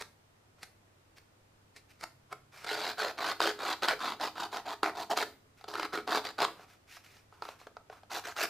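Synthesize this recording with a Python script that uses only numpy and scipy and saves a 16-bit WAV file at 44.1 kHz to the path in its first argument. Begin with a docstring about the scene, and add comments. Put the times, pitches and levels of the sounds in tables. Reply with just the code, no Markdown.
"""Light nicks at the corner of a paper card come first: a small bladed tool, close up on a craft table.
Quick runs of rasping strokes follow, as stick-slip impulses ring the card and tear its fibres.
The card is turned and tapped down, as brushed noise and soft knocks, and the scraping resumes.
The table top rings along through a few resonances and a small room answers with noise tails.
Shaped noise makes the quiet air, and two wavering low tones make a faint hum."""
import sys
import numpy as np
from scipy import signal
from scipy.fft import rfft, irfft, next_fast_len
from scipy.io import wavfile
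from scipy.ndimage import uniform_filter1d, map_coordinates

SR = 44100
rng = np.random.default_rng(int(sys.argv[2]) if len(sys.argv) > 2 else 0)


def transcribe(signal):
    """Save signal, clipped to [-1, 1], as a 16-bit WAV file at the path in sys.argv[1]."""
    frames = np.atleast_2d(signal).T
    limited = np.clip(frames, -1, 1)
    pcm = np.round(limited * 32767).astype(np.int16)
    wavfile.write(sys.argv[1], SR, pcm)


N = 374409
TIME = np.arange(N) / SR

# Strokes of the blade: [t/s, length/s, hardest point/0-1 of length, swell up to it/dB,
# card body level/dB, card flexing level/dB, tearing fibres level/dB, flexing pitch f/Hz, glide/octaves]
BLADE_STROKES = [ (2.665, .105, 0.64, 6, -36, -45.5, -39, 930, 0),
                 (2.772, 0.16, 0.7, 4, -38.5, -41.5, -39, 970, 0.095),
                 (2.981, 0.13, 0.22, 4, -34.5, -38, -38.5, 1120, -.3),
                 (3.18, .15, 0.91, 5.5, -37, -34.5, -39, 1050, 0.32),
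                 (3.404, 0.11, .5, 2.5, -33, -32.5, -34.5, 1370, 0.11),
                 (3.591, 0.15, 0.91, 9.5, -37.5, -34, -38.5, 1100, -0.32),
                 (3.823, .042, 0.3, 7, -32, -31.5, -33.5, 1200, -0.031),
                 (3.882, 0.057, 0.07, 0, -28.5, -36, -36, 1020, 0),
                 (3.993, 0.15, 0.47, 7, -41.5, -34, -41, 1100, -0.19),
                 (4.199, .093, 0.36, 6, -39.5, -34, -39.5, 900, 0.28),
                 (4.356, 0.11, 0.6, 12.5, -43, -36, -41.5, 1000, -.15),
                 (4.522, 0.08, .55, -0.5, -45.5, -39.5, -46, 930, 0.22),
                 (4.657, 0.086, 0.87, 3.5, -45.5, -38, -46.5, 880, 0.23),
                 (4.834, 0.067, 0, 9, -34, -32, -43.5, 1040, 0.069),
                 (4.952, .092, 0.75, 6, -47, -38.5, -46, 840, 0.14),
                 (5.104, 0.033, 0.55, -1.5, -40, -28.5, -40.5, 802, -0.062),
                 (5.166, 0.076, 0.86, -0.5, -36.5, -37.5, -40, 1000, -0.21),
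                 (5.679, 0.058, 0, 6, -54.5, -45, -49, 930, 0),
                 (5.738, 0.13, 0.82, 5, -41.5, -42.5, -46.5, 1130, 0.19),
                 (5.93, 0.073, 0, 3, -37, -35.5, -43, 1230, -0.13),
                 (6.076, 0.12, 0.79, 9.5, -35.5, -31.5, -36.5, 943, 0.0093),
                 (6.242, .067, 0, 2, -42, -43, -41, 1170, 0.069),
                 (6.383, 0.076, 0.65, 11.5, -33.5, -29.5, -35.5, 930, 0.24),
                 (8.105, 0.094, 0.67, 5.5, -42, -40.5, -44, 1000, 0.016),
                 (8.24, 0.086, 0.35, 4, -43, -45, -51.5, 1340, -0.051),
                 (8.365, 0.092, 0.89, 9.5, -33.5, -33.5, -39, 1310, .2), ]


def flexing_pitch():
    """The free flap shortens or lengthens as the blade travels, so its pitch glides through each stroke."""
    points = []
    for start, length, *_, hz, glide in BLADE_STROKES:
        points.append((start, hz * 2 ** (-glide / 2)))
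        points.append((start + length, hz * 2 ** (glide / 2)))
    return sorted(points)


# How card and blade are held: a steeper blade hisses more, harder pressure slips more slowly,
# a card pressed flat drives the table more:
# [t/s, hiss level against the fibres/dB, slip rate/per s, table contact level/dB]
BLADE_HOLD = [(2.7, -10, 222, -4), (3.6, -8, 259, -3), (4.4, -11.5, 214, -2.5), (5.1, -3, 257, -2),
              (5.85, -7, 113.4, 1), (6.1, -6, 137, 1), (6.45, -20, 138, -4.5), (8.1, 0.5, 390, -3.5),
              (8.45, 5, 360, -12)]


def held(column):
    """The grip on card and blade drifts: one column of BLADE_HOLD at every sample."""
    points = np.transpose(BLADE_HOLD)
    return np.interp(TIME, points[0], points[column])


# How strongly each layer follows the pressure: [card body, card flexing, tearing fibres] in dB per dB
PRESSURE_FOLLOW = [1.04, 0.92, 1.32]
# Tone of the card body: [f/Hz, relative level/dB]
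BODY_TONE = [(60, -35), (130, -40), (200, -20), (320, -6), (520, -1), (900, -2), (1150, -13.5), (1450, 5.5),
             (1800, -2), (2400, -4), (2900, -16), (5000, -26.5), (15000, -58.5)]
# Tone of the whole sheet sagging: [f/Hz, relative level/dB]
SAG_TONE = [(60, -26), (130, -18.5), (200, -1), (320, 6), (450, -4.5), (650, -15.5), (2000, -42)]
# Tone of the tearing fibres: [f/Hz, relative level/dB]
FIBRE_TONE = [(800, -38.5), (2000, -15), (3000, 0.5), (3900, 5), (4800, 3.5), (5700, -10), (7000, -9.5),
              (9000, -17.5), (15000, -20.5)]
# Tone of the blade's hiss: [f/Hz, relative level/dB]
HISS_TONE = [(1800, -36), (2600, 7), (3400, -4.5), (5800, 2.5), (7800, -4.5), (9000, -9.5), (15000, -8.5)]


def scraping():
    """The blade sticks and slips along the edge: each slip jolts the card and tears a burst of fibres."""
    levels = [row[:-2] for row in BLADE_STROKES]
    # exit_db: the hand presses this much more lightly as a stroke ends
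    body, flex, fibres = gains(levels, rise=0.019, fall=0.0059, exit_db=8.5, follow=PRESSURE_FOLLOW)
    hiss_db, slip_rate, contact_db = held(1), held(2), held(3)
    slip_bursts = fading(slips(slip_rate, scatter=.65, size_db=2.5), life=.0025)
    tearing = unit(slip_bursts) + .55  # the constant keeps some grain between the slips

    def crackle():
        grains = slips(rate=3500, scatter=.9, size_db=1.0)
        return unit(tearing * grains * rng.standard_normal(N))

    def rung(spectrum):
        return steady(shifting(coloured(crackle(), spectrum), depth_db=3.5))

    # the free flap of card beside the blade rings; the whole sheet sags with it
    flap = steady(gliding(crackle(), flexing_pitch(), width=0.54))
    flexing = flap * amp(-3.0) + rung(SAG_TONE) * amp(contact_db - 15.5)
    card = body * rung(BODY_TONE) * amp(-1.0) + flex * flexing

    # now and then a fibre bundle snaps on its own
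    bundle_snaps = unit(coloured(slips(rate=60, scatter=.9, size_db=3.5), FIBRE_TONE))
    torn = rung(FIBRE_TONE) + amp(hiss_db) * rung(HISS_TONE) + amp(-10) * bundle_snaps
    return card + fibres * torn * amp(-1.0)


def blows(rows, lead, lead_db, dull, knock_db, bright, snap_db):
    """Each contact grazes briefly, then lets go: a dull knock of the card and a bright snap."""
    track = np.zeros(N)
    t = np.arange(-SR // 30, SR // 25) / SR
    for s, db, treble_db, life in rows:
        graze = amp(lead_db) * np.exp(-np.abs(t) / lead)
        release = np.exp(-np.abs(t) / life)
        shape = np.where(t < 0, graze, release)
        begin = s + t[0]
        skip = max(round(-begin * SR), 0)  # samples that would fall before the start
        for spectrum, level in (dull, db + knock_db), (bright, db + treble_db + snap_db):
            burst = signal.fftconvolve(shape * rng.standard_normal(len(t)), impulse(spectrum))
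            burst = amp(level) * burst / np.linalg.norm(burst)
            add(track, begin, burst[skip:])
    return track


# The blade catches hard within a stroke: [t/s, level/dB, treble level against it/dB]
HARD_CATCHES = [(3.404, -10.5, -15.5), (3.424, -25.5, -1.5), (3.885, -12.5, -9.5), (4.57, -23.5, -17),
                (4.832, -9.5, -27.5), (5.174, -15, -10.5), (5.226, -18.5, -19), (5.682, -32, -14),
                (5.739, -25.5, -14.5), (5.754, -21, -20), (5.797, -20, -17), (5.83, -20.5, -17),
                (5.852, -23.5, -16), (6.076, -24.5, -16), (6.121, -15, -33), (6.148, -17.5, -13.5),
                (6.388, -19, -19), (6.403, -21, -10), (6.419, -16.5, -11), (6.428, -16, -17),
                (6.449, -14, -15)]
# Tone of a dull knock on the card: [f/Hz, relative level/dB]
KNOCK_TONE = [(70, -48), (200, -16), (350, -6), (550, -5), (750, -1), (1400, 4.5), (2000, -11), (3000, -11),
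              (6000, -23), (15000, -36)]


def catches():
    """The blade ticks as it meets the edge and catches hard on fibres: short knocks with a fibrous snap."""
    rows = [(*row, .002) for row in HARD_CATCHES]
    for start, _, _, _, body_db, *_ in BLADE_STROKES:
        rows.append((start, body_db + 7, -14.5, .002))  # landing tick: level follows the stroke's body
    return blows(rows, lead=0.0016, lead_db=-17, dull=KNOCK_TONE, knock_db=10.5,
                 bright=FIBRE_TONE, snap_db=19)


# The blade flicks off the corner: [t/s, level/dB, treble level against it/dB, life/s]
CORNER_NICKS = [(0.014, -29.5, -11.5, 0.00043), (0.022, -29.5, -12.5, 0.0024), (0.631, -34, -8.5, 0.0054),
                (1.183, -46.5, -9.5, 0.0027), (1.763, -51.5, 3, .014), (2.011, -40.5, -9, 0.0023),
                (2.033, -42.5, -17, 0.005), (2.039, -21.5, -17.5, 0.0012), (2.327, -21.5, -23.5, 0.0032),
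                (2.645, -25, -19, 0.0048)]
# Tone of the bright flick: [f/Hz, relative level/dB]
SNAP_TONE = [(600, -3), (1400, -0.5), (2200, 9.5), (3000, -4.5), (4400, 4.5), (6000, -3.5), (9000, -6),
             (15000, -17.5)]


def nicks():
    """The blade drags at the corner and flicks off: a graze, then a knock and snap that die away."""
    return blows(CORNER_NICKS, lead=0.0092, lead_db=-11.5, dull=KNOCK_TONE, knock_db=8.5,
                 bright=SNAP_TONE, snap_db=25.5)


# Tool and card knock softly together and on the mat: [t/s, level/dB, treble level against it/dB]
SOFT_TAPS = [(5.611, -44, -4), (5.641, -34.5, -4.5), (6.595, -39, -20), (6.969, -38.5, -28),
             (7.168, -51, 3), (7.325, -43, -30), (7.422, -23.5, -11.5), (7.452, -31, -8),
             (7.488, -29.5, -7.5), (7.614, -40, -10), (7.669, -33, -13), (7.768, -31, -17),
             (7.899, -33, -23), (7.927, -37, -17), (8.033, -42, -13)]
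# Tone of a soft tap: [f/Hz, relative level/dB]
TAP_TONE = [(70, -33), (250, -18.5), (450, -6), (720, 0), (1000, -1.5), (1400, -0.5), (1900, -11.5),
            (3000, -20), (6000, -27), (15000, -60)]


def taps():
    """Tool, card and mat meet softly: mostly dull bursts, with little graze before them."""
    rows = [(*row, .003) for row in SOFT_TAPS]
    return blows(rows, lead=0.0031, lead_db=-37, dull=TAP_TONE, knock_db=12.0,
                 bright=FIBRE_TONE, snap_db=12)


# The card slides under the fingers: [t/s, length/s, fastest point/0-1 of length, swell up to it/dB,
# brushing level/dB, rubbing on the mat level/dB]
CARD_SLIDES = [ (.585, 0.028, 0.2, 0, -68, -66), (1.158, 0.024, .9, 10, -58, -69),
               (1.885, 0.037, 1, 8, -60, -70), (2.52, 0.13, 0.44, 7.5, -53.5, -55.5),
               (5.57, 0.064, .4, 3, -62, -64.5), (6.52, 0.13, 0.97, 12, -61.5, -55),
               (6.67, 0.079, .7, 13, -61, -66), (6.872, 0.1, 1, 16, -48, -60),
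               (7.04, 0.17, .7, 1, -59, -66.5), (7.32, 0.22, 0, -3, -69, -62.5),
               (7.43, 0.095, 0.94, 1, -54.5, -51), (7.59, 0.057, 0.3, 3, -58.5, -64),
               (7.91, 0.07, 0.3, 5, -61, -56.5), ]
# Tone of fingers brushing the card: [f/Hz, relative level/dB]
BRUSH_TONE = [(800, -41), (1500, 1), (2200, 3.5), (2520, 4.5), (3100, -3.5), (5400, -2.5), (8000, -11.5),
              (15000, -14.5)]


def sliding():
    """Fingers brush over the card while it rubs on the mat, with small irregular crinkles."""
    brush, rub = gains(CARD_SLIDES, rise=0.01, fall=0.029, exit_db=6, follow=[1, .7])
    crinkles = unit(fading(slips(rate=70, scatter=1.0, size_db=-0.5), life=0.0024))
    grain = amp(0.68 * wobble(60)) * (1.5 + .5 * crinkles)

    def rustle(spectrum):
        return unit(shifting(coloured(grain * rng.standard_normal(N), spectrum), depth_db=1.0))

    return brush * rustle(BRUSH_TONE) * amp(-2.5) + rub * rustle(KNOCK_TONE) * amp(-4.0)


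# Resonances of the table top: [f/Hz, width/Hz, relative level/dB]
TABLE_MODES = [(333, 19, 4), (422.2, 22.6, 10), (611, 9.3, -5), (713, 98, 3), (1289, 35, -1.5)]


def on_table(x):
    """The table top rings along, in a few resonances, as far as the card is pressed onto it."""
    def modes(f):
        return sum(amp(db) * 1j * f * w / (hz * hz - f * f + 1j * f * w) for hz, w, db in TABLE_MODES)

    return amp(-0.5) * (x + filtered(x * amp(held(3)), modes))


# Decay of the room: [f/Hz, time to fall 60 dB/s]
ROOM_DECAY = [(150, 0.87), (400, 0.32), (1000, 0.27), (3000, 0.3), (7000, 0.29), (15000, 0.47)]


def room(x, size=256, count=24):
    """Two unrelated diffuse tails, redrawn for each span of time; each frequency dies at its own speed."""
    out = np.zeros((2, N))
    for piece in np.array_split(np.arange(N), count):
        hz, t, z = signal.stft(rng.standard_normal((2, SR // 2)), SR, nperseg=size)
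        decay = amp(-60 * t / along(ROOM_DECAY, hz)[:, None])
        onset = 1 - np.exp(-t / 0.0007)
        tails = signal.istft(z * decay * onset, SR, nperseg=size)[1]
        for channel, tail in zip(out, tails):
            add(channel, piece[0] / SR, signal.fftconvolve(x[piece], tail / np.linalg.norm(tail)))
    return out


# Tone of the room air: [f/Hz, relative level/dB]
AIR_TONE = [(25, -15), (45, -17), (70, -11), (100, -11), (130, -12), (200, -16), (320, -17), (550, -20),
            (1200, -24.5), (3000, -31.5), (8000, -37.5), (15000, -45)]
# Stereo spread of the room air: [f/Hz, side level against the middle/dB]
AIR_SPREAD = [(60, -23.5), (300, -4), (1000, 1.5), (4000, 1), (15000, 1)]
# A low hum comes and goes: [t/s, relative level/dB]
DRONE_LEVEL = [(1.7, -93), (2.1, -75), (2.35, -69), (2.8, -71.5), (3.2, -98)]


def background():
    """Quiet stereo room air from shaped noise, and the hum of appliances from two wavering sines."""
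    mid, side = (unit(coloured(rng.standard_normal(N), AIR_TONE)) for _ in range(2))
    side = filtered(side, lambda hz: amp(along(AIR_SPREAD, hz)))
    air = amp(-67.5) * np.array([mid + side, mid - side])

    hum_gain = amp(-73 + 1.2 * wobble(3))
    hum = hum_gain * unit(np.sin(2 * np.pi * 100 * TIME + .3 * wobble(2.4)))

    drone_gain = amp(np.interp(TIME, *np.transpose(DRONE_LEVEL)))
    drone = drone_gain * unit(np.sin(2 * np.pi * 134 * TIME + .3 * wobble(6.4)))
    return air + hum + drone


def gains(gestures, rise, fall, exit_db, follow):
    """One gain curve per level column: a gesture sets in, swells to its crest, eases off and dies away."""
    total, t = 0, TIME[::32]  # curves drawn at every 32nd sample
    for start, length, crest, swell_db, *levels_db in gestures:
        crest = np.clip(crest, .02, .98)
        u = np.clip((t - start) / length, 0, 1) - crest
        before_db = swell_db * (u / crest) ** 2
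        after_db = exit_db * (u / (1 - crest)) ** 2
        effort_db = -np.where(u < 0, before_db, after_db)
        onset = np.clip((t - start) / rise + .5, 0, 1)
        release = np.exp(-np.maximum(t - start - length, 0) / fall)
        level = amp(np.array(levels_db)[:, None] + np.outer(follow, effort_db))
        total = total + onset * release * level
    return [np.interp(TIME, t, g) for g in total]


def slips(rate, scatter, size_db):
    """Impulses at uneven intervals and of uneven size; the rate per second may change with time."""
    gap, size = rng.standard_normal((2, N // 4))
    travel = np.cumsum(rate * np.ones(N)) / SR
    gaps = np.exp(scatter * gap - scatter ** 2 / 2)  # mean gap of 1
    at = np.searchsorted(travel, np.cumsum(gaps))
    return np.bincount(at[at < N], amp(size_db * size[at < N]), N)


def fading(x, life):
    """Every impulse in x dies away exponentially over life seconds."""
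    return signal.lfilter([1], [1, -np.exp(-1 / (life * SR))], x)


def shifting(x, depth_db, size=512):
    """Many small resonances come and go: a smooth random field lifts and lowers patches of the spectrum."""
    z = signal.stft(x, nperseg=size)[2]
    field = uniform_filter1d(rng.standard_normal(z.shape), size=3, axis=0)
    field = uniform_filter1d(field, size=6, axis=1)
    return signal.istft(z * amp(depth_db * unit(field)), nperseg=size)[1][:N]


def gliding(x, points, width, size=512):
    """x through a resonance that follows (s, Hz) points; width is relative to its pitch."""
    hz, t, z = signal.stft(x, SR, nperseg=size)
    ratio = (hz[:, None] + 1) / np.interp(t, *np.transpose(points))
    resonance = 1 / (1 + ((ratio - 1 / ratio) / width) ** 2)
    return signal.istft(z * resonance, nperseg=size)[1][:N]


def impulse(spectrum, size=2048):
    """The causal minimum-phase response of energy 1 that has this spectrum's shape."""
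    cepstrum = irfft(np.log(amp(along(spectrum, np.fft.rfftfreq(size, 1 / SR)))))
    cepstrum[1:size // 2] *= 2  # folding the cepstrum forward makes the response causal
    cepstrum[size // 2 + 1:] = 0
    h = irfft(np.exp(rfft(cepstrum)))
    return h / np.linalg.norm(h)


def coloured(x, spectrum):
    """x rung through a spectrum."""
    return signal.oaconvolve(x, impulse(spectrum))[:N]


def filtered(x, response):
    """x times a complex response of frequency."""
    m = next_fast_len(N + SR // 2)
    return irfft(rfft(x, m) * response(np.fft.rfftfreq(m, 1 / SR)), m)[..., :N]


def steady(x, size=1100):
    """x with its slow level held at 1, its fine grain kept."""
    return x / np.sqrt(np.abs(uniform_filter1d(x ** 2, size)) + 1e-9)


def wobble(rate):
    """A smooth random curve, rate knots a second."""
    t = TIME[::16]
    knots = rng.standard_normal(int(N * rate / SR) + 4)
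    return np.interp(TIME, t, map_coordinates(knots, [t * rate]))


def along(points, hz):
    """(Hz, value) points read on a log frequency axis."""
    f, v = np.transpose(points)
    return np.interp(np.log(hz + 1), np.log(f + 1), v)


def amp(db):
    """Decibels to gain."""
    return 10 ** (np.asarray(db) / 20)


def unit(x):
    """x at rms 1."""
    return x / np.sqrt(np.mean(x ** 2) + 1e-20)


def add(track, s, sound):
    """Mix a sound in at s seconds."""
    i = max(round(s * SR), 0)
    track[i:i + len(sound)] += sound[:max(N - i, 0)]


# Stereo spread of the reflections: [f/Hz, relative side level/dB]
REFLECTION_SPREAD = [(100, -34.5), (600, -29), (1400, -17), (2800, -11.5), (5600, -7), (10000, -5),
                     (15000, -12.5)]


def scene():
    """The card lies straight ahead; reflections spread the treble to the sides."""
    near = on_table(scraping() + nicks() + catches() + taps() + sliding())
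    echo, side_echo = room(near)
    mid = near + amp(-8.0) * echo
    glance = np.pad(near, (round(0.0045 * SR), 0))[:N]  # a first bounce off the table
    reflections = amp(-2) * side_echo + amp(-7.5) * glance
    side = filtered(reflections, lambda hz: amp(along(REFLECTION_SPREAD, hz)))
    balance = amp([[-.26], [.26]])  # left a touch softer than right
    return (np.array([mid + side, mid - side]) + background()) * balance


def record(dry):
    """A steep band limit: nothing is kept from 15300 Hz upward."""
    return filtered(dry, lambda hz: hz < 15300)


dry = scene()
out = record(dry)
transcribe(out)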